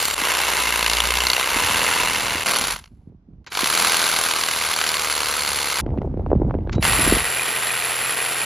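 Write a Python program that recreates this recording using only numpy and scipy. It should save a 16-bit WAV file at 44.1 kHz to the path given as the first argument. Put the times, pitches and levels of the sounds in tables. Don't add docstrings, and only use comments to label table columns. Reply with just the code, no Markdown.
import sys
import numpy as np
from scipy import signal
from scipy.fft import rfft, irfft, next_fast_len
from scipy.io import wavfile
from scipy.ndimage import uniform_filter1d

SR = 44100
rng = np.random.default_rng(int(sys.argv[2]) if len(sys.argv) > 2 else 0)


def inscribe(sig):
    pcm = np.round(np.clip(np.atleast_2d(sig).T, -1, 1) * 32767)
    wavfile.write(sys.argv[1], SR, pcm.astype(np.int16))


N = 372637
TIME = np.arange(N) / SR
RATTLE_S = 0.0023

# (start [s], end [s])
PASSES = [(0, .146), (.146, 2.441), (2.443, 3.1), (3.5, 5.812), (6.8, 8.45)]
# (frequency [Hz], relative density [dB])
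USUAL_GRIP = [(76, -16), (130, -8), (250, -6), (456, -1.5), (577, -2.5), (985, 6), (1630, 5.5), (1800, 2.5),
              (2200, 4.5), (3760, -0.5), (4370, 1.5), (5170, -4), (7100, -4), (9230, -59), (15600, -120)]
# (frequency [Hz], width [Hz], relative level [dB])
BLADE_MODES = [(7370, 75, -13), (8600, 200, -12), (9720, 85, -11), (10800, 90, -7.5), (12430, 120, -21),
               (14090, 100, -16)]


def from_db(db):
    return 10 ** (np.asarray(db) / 20)


def rms_one(x):
    return x / np.sqrt(np.mean(x ** 2) + 1e-20)


def columns_at(rows, t):
    s, *columns = np.transpose(rows)
    return [np.interp(t, s, c) for c in columns]


def at_hz(points, hz):
    f, value = np.transpose(points)
    return np.interp(np.log(hz + 1e-3), np.log(f), value)


def swells(rows, t):
    return sum(np.interp(t, np.sort(times), [0, height, height, 0]) for *times, height in rows)


def drift(size, rate_hz):
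    count = int(size / SR * rate_hz) + 4
    points = rng.standard_normal(count)
    return rms_one(np.interp(np.arange(size) * rate_hz / SR, np.arange(count), points))


def colour(x, spectrum, band_hz):
    size = 2 * next_fast_len(len(x) // 2 + 2048)
    hz = np.arange(size // 2 + 1) * SR / size
    gain = from_db(at_hz(spectrum, hz))
    gain /= np.sqrt(np.mean(gain ** 2 * (hz > band_hz[0]) * (hz < band_hz[1])))
    cepstrum = irfft(np.log(gain))
    cepstrum[1:size // 2] *= 2
    cepstrum[size // 2 + 1:] = 0
    return irfft(rfft(x, size) * np.exp(rfft(cepstrum)))[:len(x)]


def cut_off(x, hz, kind, order=4):
    return signal.sosfilt(signal.butter(order, hz, kind, fs=SR, output="sos"), x)


def resonate(x, hz, width_hz):
    r = np.exp(-np.pi * width_hz / SR)
    zeros = np.array([1, 0, -1]) * (1 - r * r) / 2
    poles = [1, -2 * r * np.cos(2 * np.pi * hz / SR), r * r]
    return signal.lfilter(zeros, poles, x + 1e-18)


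def ring(clicks, hz, width_hz):
    return resonate(clicks, hz, width_hz) * SR / (2 * np.pi * width_hz)


def die_away(clicks, decay_s):
    return signal.lfilter([1], [1, -np.exp(-1 / (decay_s * SR))], clicks + 1e-18)


def sparks(size, per_s, spread_db):
    return (rng.random(size) < per_s / SR) * from_db(spread_db * np.minimum(rng.exponential(1, size), 3))


def click_train(events):
    clicks = np.zeros(N)
    for s, db in events:
        clicks[round(s * SR)] = from_db(db)
    return clicks


def fitting(clicks, detune_ratio=1.04, wander_above_hz=2500):
    # (frequency [Hz], width [Hz], relative level [dB])
    fitting_modes = [(472, 36, -31), (963, 130, -10.5), (1530, 1200, 5), (2110, 90, -8), (2877, 190, 3.5),
                     (3320, 100, -9), (4350, 140, -0.5)]
    at, out = np.flatnonzero(clicks), 0
    for hz, width_hz, db in fitting_modes:
        chance = rng.random((len(at), 2))
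        strength = from_db(db + 10 * chance[:, 0] - 6)
        pitch_choice = np.floor(3 * chance[:, 1])
        for k in range(3):
            blows = np.zeros(len(clicks))
            blows[at] = clicks[at] * strength * (pitch_choice == k)
            ratio = detune_ratio ** ((k - 1) * (hz > wander_above_hz))
            out = out + ring(blows, hz * ratio, width_hz)
    return out


def knocks(strokes, bind, contacts, play_s=.00015, vary_db=-0.13):
    clicks = np.zeros(len(strokes))
    for place, bound_place, db, bound_db in contacts:
        turns = np.floor(strokes - place - bind * (bound_place - place))
        at = np.flatnonzero(np.diff(turns) > 0)
        chance = np.clip(rng.standard_normal((len(at), 2)), -2, 2)
        at = np.clip(at + (chance[:, 0] * play_s * SR).astype(int), 0, len(strokes) - 1)
        clicks[at] += from_db(db + bind[at] * (bound_db - db) + vary_db * chance[:, 1])
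    return clicks


def blade_ring(flex, t, lead_db):
    # (time [s], share [0-1])
    pinch_curve = [(1.4, .95), (1.68, 0.04)]
    # (time [s], relative level [dB])
    lead_curve = [(1.7, 1), (2.4, -2.5)]
    pinched_width_hz, pinched_db = 1300, -22
    pinch, = columns_at(pinch_curve, t)
    lead_hz = max(BLADE_MODES, key=lambda mode: mode[2])[0]
    free = np.sqrt(1 - pinch) * from_db(lead_db + columns_at(lead_curve, t)[0])
    modes = sum(from_db(db) * (free if hz == lead_hz else 1) * resonate(flex, hz, width_hz)
                for hz, width_hz, db in BLADE_MODES)
    smeared = np.sqrt(pinch) * from_db(pinched_db) * resonate(flex, lead_hz, pinched_width_hz)
    return rms_one(modes + smeared)


def gears(strokes, waver_db=3, stagger_rad=0.17):
    # (multiple of stroke rate, relative level [dB])
    orders = [(5, 4), (7, 4), (8, -3), (10, -2), (11, 0), (12, -3), (13, 5), (14, 2), (15, 3), (17, 0)]
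    # (frequency [Hz], level against the loudness of the cut [dB])
    housing = [(150, -29.5), (195, -23), (260, -25), (330, -27.5), (400, -25), (480, -16.5), (560, -26),
               (720, -18.5)]
    reference_per_s, db_per_rate = 42.9, 1.1
    size = len(strokes)
    rate = np.maximum(np.gradient(strokes) * SR, 0)
    drive_db = db_per_rate * (rate - reference_per_s)
    out = 0
    for k, db in orders:
        level_db = db + at_hz(housing, k * rate) + drive_db + waver_db * drift(size, 6)
        phase = 2 * np.pi * k * strokes + stagger_rad * drift(size, 25)
        out = out + from_db(level_db) * np.sqrt(2) * np.sin(phase)
    return out


def evened(force):
    return force / np.sqrt(uniform_filter1d(uniform_filter1d(force ** 2, 3000), 3000) + 1e-12)


def saw_pass(t, balance, speed, contacts, cut, grip, hiss_knock=1.24, bite_knock=0.94, bind_clang_db=5):
    # (begins [s], full [s], eases [s], free [s], depth [0-1])
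    binds = [(.42, .85, 1.38, 1.53, 0.98), (4.7, 5.45, 5.85, 5.9, 0.83)]
    # (four corner times [s], added shaking [dB])
    shudders = [(.3, 1.05, 1.2, 1.39, 16.5), (4.7, 4.95, 6.7, 6, 6)]
    # (frequency [Hz], relative density [dB])
    chip_colour = [(5500, -49.5), (7200, 7.5), (9000, 6.5), (10300, -3), (11300, -1), (12300, -3),
                   (13100, -12), (14200, 7), (14700, 3), (15700, -7)]
    teeth_per_s, tooth_db, tooth_s = 470, -14.5, 0.0021
    rattle_tail_s, tail_share, thud_db, knock_ring_db = 0.0047, 0.18, 20.5, -12.5
    bind_rasp_db, bind_ring_db, bind_gear_db, bind_rumble_db = 3.5, 0.5, 9, -2.5
    rumble_db, crank_wobble = -22.5, .005

    size, bind = len(t), swells(binds, t)
    bite_db, chip_db, blade_db, shake_db, lead_db, gear_db = balance
    loud_db, = columns_at(cut, t)
    rate = columns_at(speed, t)[0] * (t >= speed[0][0])
    strokes = np.cumsum(rate) / SR + crank_wobble * drift(size, 9)
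    clicks = knocks(strokes, bind, contacts)
    rattle = die_away(clicks, RATTLE_S) + tail_share * die_away(clicks, rattle_tail_s)
    catches = die_away(sparks(size, teeth_per_s, spread_db=4), tooth_s)
    rasp = (.5 + from_db(tooth_db) * catches) * from_db(bind_rasp_db * bind)

    def friction(knock_share):
        return np.hypot(rasp, knock_share * rattle) * rng.standard_normal(size)

    thud = from_db(thud_db) * cut_off(clicks, 700, "low", order=2)
    rings = from_db(knock_ring_db + bind_clang_db * bind) * fitting(clicks)
    scrape = cut_off(friction(1), 380, "high", order=2)
    body = colour(evened(scrape + thud + rings), grip, (200, 3400))
    body = rms_one(cut_off(body, 3400, "low", order=6))
    bite = colour(evened(friction(bite_knock) + rings), grip, (3400, 7000))
    bite = rms_one(cut_off(bite, [3400, 7100], "band", order=5)) * from_db(bite_db)
    chips = colour(evened(friction(hiss_knock)), chip_colour, (11200, 12200)) * from_db(chip_db)
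    blade = blade_ring(evened(friction(hiss_knock)), t, lead_db) * from_db(blade_db + bind_ring_db * bind)
    shake = np.sqrt(2) * np.sin(4 * np.pi * strokes) * from_db(shake_db + swells(shudders, t))
    drone = from_db(gear_db + bind_gear_db * bind) * gears(strokes)
    rumble = rms_one(cut_off(friction(1), [45, 300], "band", order=2))
    rumble *= from_db(rumble_db + bind_rumble_db * bind)
    cutting = from_db(loud_db) * (body + bite + chips + blade + drone + rumble)
    return (cutting + shake) * signal.windows.tukey(size, 200 / size)


def saw():
    # (bite, chips, blade [dB over the cut], shaking [dB], lift of strongest blade mode, of drone [dB])
    balances = [(-2.5, -12.5, -17, -48, -2, -6.5), (-6, -22, -6.5, -48.5, -3.5, -7.5),
                (-3.5, -19, -3, -74.5, 2.5, 1.5), (-2.5, -18, -4, -55, 2.5, -8),
                (-8, -19, -2, -77, 5.5, -9)]
    # (time [s], rate [strokes per s])
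    speeds = [
        [(0, 40), (.05, 35.5)],
        [(.15, 25.7), (.32, 31.06), (.92, 28.12), (1.2, 30.76), (1.47, 31.96), (1.63, 40.71), (1.85, 41.83),
         (2.15, 40.16), (2.44, 40.1)],
        [(2.45, 40.5), (2.6, 39), (2.7, 26), (2.76, 12), (2.88, 0)],
        [(3.55, 22.99), (3.74, 41.18), (3.92, 41.51), (4.3, 40.11), (4.7, 39.79), (5.3, 37.04), (5.81, 34.71)],
        [(6.82, 21.41), (6.91, 38.84), (7.02, 43.12), (7.35, 41.97), (8.45, 42.32)],
    ]
    # (place in stroke free, place binding [0-1], relative level free, level binding [dB])
    contact_tables = [
        [(0.7, .79, -4, 4), (0.01, .01, 7, 7)],
        [(.77, .9, 6, -8), (.36, .42, 5, 10), (0.96, 0.95, -1.5, 12)],
        [(0.7, .65, 5.5, 3), (0.4, .15, 8, 7)],
        [(.52, .52, 7, 10.5), (0, 0, -2, 10.5)],
        [(.57, .57, 0.5, 3.5), (.76, .76, 1.5, 2), (0.14, .19, 2, 3)],
    ]
    # (time [s], level [dB])
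    cuts = [
        [(0, -24), (.14, -28.5), (.146, -15)],
        [(.15, -36), (.18, -24.5), (.25, -21.5), (1.47, -23.5), (1.58, -21), (1.92, -20.5), (2.44, -26)],
        [(2.443, -30.5), (2.475, -22), (2.727, -27.5), (2.82, -55), (2.9, -76), (3.1, -87)],
        [(3.5, -56), (3.525, -36.5), (3.6, -25), (3.83, -20.5), (4.45, -25.5), (5.81, -26.5)],
        [(6.8, -54), (6.82, -36), (6.84, -20), (6.92, -21.5), (7.12, -20.5), (7.22, -25.5), (8.45, -26)],
    ]
    # (frequency [Hz], relative density [dB])
    second_grip = [(76, -64.5), (130, -18), (179, -15), (361, -5.5), (741, -3.5), (1000, 3.5), (1220, -0.5),
                   (1800, 1), (1980, -.5), (2120, 2.5), (2270, 0), (2430, -2.5), (2730, 2.5), (3180, -4.5),
                   (4370, -6.5), (5000, -9.5), (7100, -10), (9230, -9.5), (15600, -120)]
    # (frequency [Hz], relative density [dB])
    last_grip = [(76, -44), (130, 4), (179, -19), (413, -1), (606, -4.5), (670, -1), (729, -1.5),
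                 (1740, 2.5), (1890, 6.5), (2160, -1), (2390, 3), (3290, -2.5), (3950, -4.5), (4520, -4.5),
                 (5080, -8.5), (7100, -15), (9230, -43), (15600, -120)]
    grips = [USUAL_GRIP, second_grip, USUAL_GRIP, USUAL_GRIP, last_grip]
    out = np.zeros(N)
    for (start, end), *controls in zip(PASSES, balances, speeds, contact_tables, cuts, grips):
        on = (TIME >= start) & (TIME < end)
        out[on] += saw_pass(TIME[on], *controls)
    return out


def hull_echo(x, delay_s=0.0049, top_hz=430, level_db=-13):
    return from_db(level_db) * cut_off(np.interp(TIME - delay_s, TIME, x), top_hz, "low", order=2)


def wind_strength(rise_s=0.035, fall_s=0.045, breeze_db=-55, swing_db=1):
    # (full at [s], hold [s], level [dB])
    gusts = [(1.545, 0.29, -40.5), (2.022, 0.35, -38.5), (2.617, 0.12, -38.5), (2.926, 0.074, -47),
             (3.076, 0.037, -42), (3.3, 0.087, -46), (3.64, 0.082, -44.5), (5.3, 0.25, -48),
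             (5.83, 0.53, -23), (6.318, 0.5, -23), (6.33, 0.055, -23), (6.898, 0.21, -25.5),
             (7.06, 0.1, -24)]
    power = from_db(breeze_db) ** 2
    for full_s, hold_s, db in gusts:
        rise = np.clip(1 + (TIME - full_s) / rise_s, 0, 1)
        fall = np.exp(-np.maximum(TIME - full_s - hold_s, 0) / fall_s)
        power = power + (from_db(db) * rise * fall) ** 2
    return 10 * np.log10(power) + swing_db * drift(N, 33)


def eddies(per_s=240, spread_db=4, relative_width=.7):
    clicks = sparks(N, per_s, spread_db) * rng.choice([-1, 1], N)
    pitches_hz, dealt = np.geomspace(180, 1300, 9), rng.integers(0, 9, N)
    return rms_one(sum(resonate(clicks * (dealt == k), hz, relative_width * hz)
                       for k, hz in enumerate(pitches_hz)))


def wind(hiss_db=-53, lumpy_db=3.0, clump_db=5, rumble_db=-7, buffet_db=-4, flutter_db=-14.0,
         gust_db=-26, steepness=0.41):
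    # (frequency [Hz], relative density [dB])
    rumble_colour = [(12, -22.5), (25, 1.5), (45, 39.5), (70, -12.5), (110, -14)]
    buffet_colour = [(35, -17.5), (70, 6), (120, 0), (220, -5), (400, -20.5), (800, -35.5), (2000, -51.5),
                     (6000, -78)]
    flutter_colour = [(150, -14), (320, 9.5), (520, 1), (900, -4), (1600, -30), (4000, -46), (9000, -59.5)]
    level_db = wind_strength()
    rumble = colour(rng.standard_normal(N), rumble_colour, (20, 48))
    lumpy = rms_one(from_db(lumpy_db * drift(N, 70)) * rng.standard_normal(N))
    buffet = colour(lumpy, buffet_colour, (90, 260))
    flutter = rms_one(cut_off(colour(eddies(), flutter_colour, (260, 1000)), 1200, "low", order=2))
    flutter *= from_db(flutter_db + steepness * (level_db - gust_db))
    lumps = cut_off(from_db(rumble_db) * rumble + from_db(buffet_db) * buffet, 1200, "low", order=2)
    hiss = from_db(hiss_db) * rng.standard_normal(N)
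    clumps = from_db(clump_db * np.minimum(drift(N, 50), 1))
    return from_db(level_db) * (lumps + clumps * (flutter + hiss))


def air():
    # (frequency [Hz], relative density [dB])
    air_colour = [(120, -13), (200, -15), (338, -39), (683, -7.5), (2000, -24), (6000, -34.5), (7970, -49),
                  (11900, -76.5), (15000, -62.5)]
    return from_db(-74.5) * np.array([colour(rng.standard_normal(N), air_colour, (200, 15000))
                                      for _ in range(2)])


def puffs(crackle_s=0.0028, crackle_hz=1900, sag=0.49):
    # (time [s], swing level [dB], pitch after one cycle [Hz], crackle level [dB])
    puff_events = [(0.219, -25, 318, -49), (1.563, -19, 360, -51), (1.617, -26, 315, -53.5),
                   (2.001, -22.5, 340, -53), (2.352, -22, 344, -50), (2.918, -47, 218, -65),
                   (2.974, -44, 212, -67), (3.072, -32, 216, -60), (3.097, -38, 210, -61),
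                   (3.146, -38, 196, -64), (3.286, -38, 225, -67), (3.333, -34.5, 193, -57),
                   (3.382, -44, 223, -62), (3.631, -17, 336, -44), (5.863, -15, 430, -21.5),
                   (5.89, -25, 600, -36), (5.904, -28, 560, -31), (5.922, -24, 383, -37),
                   (5.975, -17, 490, -26), (5.984, -13, 250, -24), (6.017, -17.5, 640, -22.5),
                   (6.052, -25, 383, -39), (6.141, -18, 370, -36), (6.173, -17, 424, -37),
                   (6.195, -20, 488, -34), (6.263, -16, 800, -30), (6.303, -21, 597, -30),
                   (6.316, -5.5, 567, -33), (6.33, -2.5, 480, -34), (6.352, -15, 472, -38),
                   (6.358, -12, 227, -38), (6.399, -15.5, 354, -36), (6.418, -12, 420, -32),
                   (6.449, -19, 414, -39), (6.497, -26, 710, -33), (6.509, -15.5, 885, -26),
                   (6.541, -15.5, 630, -26), (6.55, -11.5, 415, -30.5), (6.587, -19, 467, -34),
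                   (6.606, -35, 456, -39), (6.673, -19, 520, -26), (6.695, -16.5, 1400, -14.5),
                   (6.757, -9, 130, -35), (6.781, -10, 443, -21), (6.79, -13, 170, -42),
                   (6.991, -16, 340, -30), (7.075, -9.5, 337, -31), (7.123, -4, 370, -11.5),
                   (7.138, -16, 409, -30), (7.166, -15, 393, -33)]
    out = np.zeros(N)
    for s, db, hz, _ in puff_events:
        at = round(s * SR)
        cycles = np.log1p(sag * np.exp(sag) * hz * TIME[:SR // 10]) / sag
        swell = (cycles * np.exp(1 - cycles)) ** 3
        out[at:at + len(cycles)] += from_db(db) * np.sin(2 * np.pi * cycles) * swell
    fronts = click_train([(s, db) for s, _, _, db in puff_events])
    crackle = die_away(fronts, crackle_s) * rng.standard_normal(N)
    return out + cut_off(crackle, crackle_hz, "low", order=3)


def slaps(level_db=2.5, width_hz=1050, decay_s=.003):
    # (time [s], relative level [dB], pitch [Hz])
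    slap_events = [(0.8275, -6, 4370), (0.8629, -5, 2660), (0.8979, -4, 4330), (0.9333, -3, 4320),
                   (0.9687, -3, 3300), (1.0031, -3, 3100), (1.1059, -2, 2950), (1.1543, -9, 2760),
                   (1.1707, -4, 3010), (1.2037, -4, 2630), (1.2685, -3, 4300), (1.3004, -2, 4070),
                   (1.3324, -2, 4200), (1.3648, -7, 2200), (1.397, -7, 3000), (1.4287, -8, 2650),
                   (1.49, -9, 2650), (4.6113, -11, 2850), (4.7116, -11, 1800), (4.737, -9, 3040),
                   (4.7884, -10, 2340), (4.8133, -3, 1660), (4.8388, -7, 1610), (4.8642, -8, 1680),
                   (4.8897, -7, 4340), (4.9411, -10, 2180)]
    out, t = np.zeros(N), TIME[:SR // 20]
    for s, db, hz in slap_events:
        at = round(s * SR)
        burst = np.exp(-t / decay_s) * rng.standard_normal(len(t))
        out[at:at + len(t)] += from_db(db + level_db) * resonate(burst, hz, width_hz)
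    return out


def clanks(rattle_db=-13, ring_db=-19, blade_db=-7, hold_s=.002, tail_s=0.0037, tail_db=-14):
    # (time [s], relative level [dB])
    clank_events = [(2.4653, -7.5), (2.478, -1.5), (2.502, -13.5), (2.553, -3.5), (2.577, -7),
                    (2.6828, -6.5), (2.703, -10.5), (2.725, -13.5), (2.761, -12.5), (2.779, -30),
                    (2.797, -28), (2.8405, -24.5), (2.8579, -28), (2.876, -38), (3.4444, -41),
                    (3.4645, -24), (3.5508, -3), (3.5725, 0), (3.5907, -3), (3.6255, -10.5), (3.6428, -1.5),
                    (3.658, -12.5), (4.2365, -5.5), (4.3108, -1), (4.436, -2.5), (4.4864, -4),
                    (6.8255, -2.5), (6.8505, 0.5), (6.8675, -5), (6.9315, -2)]
    clicks = click_train(clank_events)
    hold = round(hold_s * SR)
    held = signal.lfilter(np.ones(hold), [hold], clicks)
    envelope = 1.5 * die_away(held, RATTLE_S / 2) + from_db(tail_db) * die_away(clicks, tail_s)
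    force = envelope * rng.standard_normal(N)
    rattle = from_db(rattle_db) * colour(force, USUAL_GRIP, (200, 7000))
    blade = sum(from_db(db) * resonate(force, hz, width_hz) for hz, width_hz, db in BLADE_MODES)
    return rattle + from_db(ring_db) * fitting(clicks) + from_db(blade_db) * blade


def whines():
    # (start [s], end [s], pitch [Hz], rms level [dB])
    whine_events = [(3.464, 3.515, 3930, -57), (6.745, 6.817, 3900, -52)]
    out = 0
    for start, end, hz, db in whine_events:
        gate = uniform_filter1d(1.0 * (TIME > start) * (TIME < end), 300)
        out = out + from_db(db) * np.sqrt(2) * np.sin(2 * np.pi * hz * TIME) * gate
    return out


def take_ups(body_hz=420, body_width_hz=250, body_db=4):
    # (peak time [s], relative level [dB], rise [s], fall [s])
    take_up_events = [(3.471, -34.5, 0.0015, 0.0097), (3.52, -29, .0015, .006),
                      (6.731, -29, 0.0043, 0.0068), (6.753, -38, 0.0036, 0.0081)]
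    envelope = 0
    for s, db, rise_s, fall_s in take_up_events:
        distance = np.maximum((s - TIME) / rise_s, (TIME - s) / fall_s)
        envelope = envelope + from_db(db) * np.exp(-np.minimum(distance, 20))
    force = rng.standard_normal(N) * envelope
    thump = from_db(body_db) * resonate(force, body_hz, body_width_hz)
    return colour(force, USUAL_GRIP, (200, 7000)) + thump


def pings(ping_hz=2450, width_hz=130, level_db=1.0):
    # (time [s], relative level [dB])
    ping_events = [(7.3952, -10.5), (7.49, -14), (7.5628, -13.5), (7.705, -15), (7.8228, -14.5),
                   (8.0368, -19), (8.0602, -17), (8.2024, -16), (8.4159, -13)]
    return from_db(level_db) * ring(click_train(ping_events), ping_hz, width_hz)


def scene(eddy_side_db=-22):
    # (time [s], share [0-1])
    lean_curve = [(2.7, 0), (2.85, 0.1), (3.5, 0.22), (3.6, .5), (5.7, 0), (5.82, 0.04)]
    tool = saw() + clanks() + slaps() + take_ups() + pings() + whines()
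    blowing = wind() + puffs()
    lean, = columns_at(lean_curve, TIME)
    echo = hull_echo(tool) * (TIME < PASSES[-1][0])
    side = echo - lean * blowing + from_db(eddy_side_db) * wind()
    return tool + blowing + side * np.array([[1], [-1]]) + air()


def record(dry):
    # (frequency [Hz], phase [rad])
    port_phase = [(1550, 0), (1720, -.45), (1860, .45), (2100, 0), (6200, 0), (7400, -1.8), (7750, -2.95),
                  (8250, -3.18), (8700, -3.5), (11000, -6.28), (12300, -6.28), (13050, -6.8), (13400, -8.3),
                  (14600, -9.25)]
    # (frequency [Hz], level [dB])
    port_dip = [(1600, 0), (1780, -8), (1930, 0)]
    cutoff_hz = 15900
    size = 2 * next_fast_len(N // 2 + 2048)
    hz = np.arange(size // 2 + 1) * SR / size
    left = from_db(at_hz(port_dip, hz)) * np.exp(1j * at_hz(port_phase, hz))
    both = np.array([irfft(rfft(dry[0], size) * left)[:N], dry[1]])
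    both = 1.1 * np.tanh(both / 1.1)
    return signal.sosfilt(signal.ellip(12, .1, 90, cutoff_hz, fs=SR, output="sos"), both)


dry = scene()
out = record(dry)
inscribe(out)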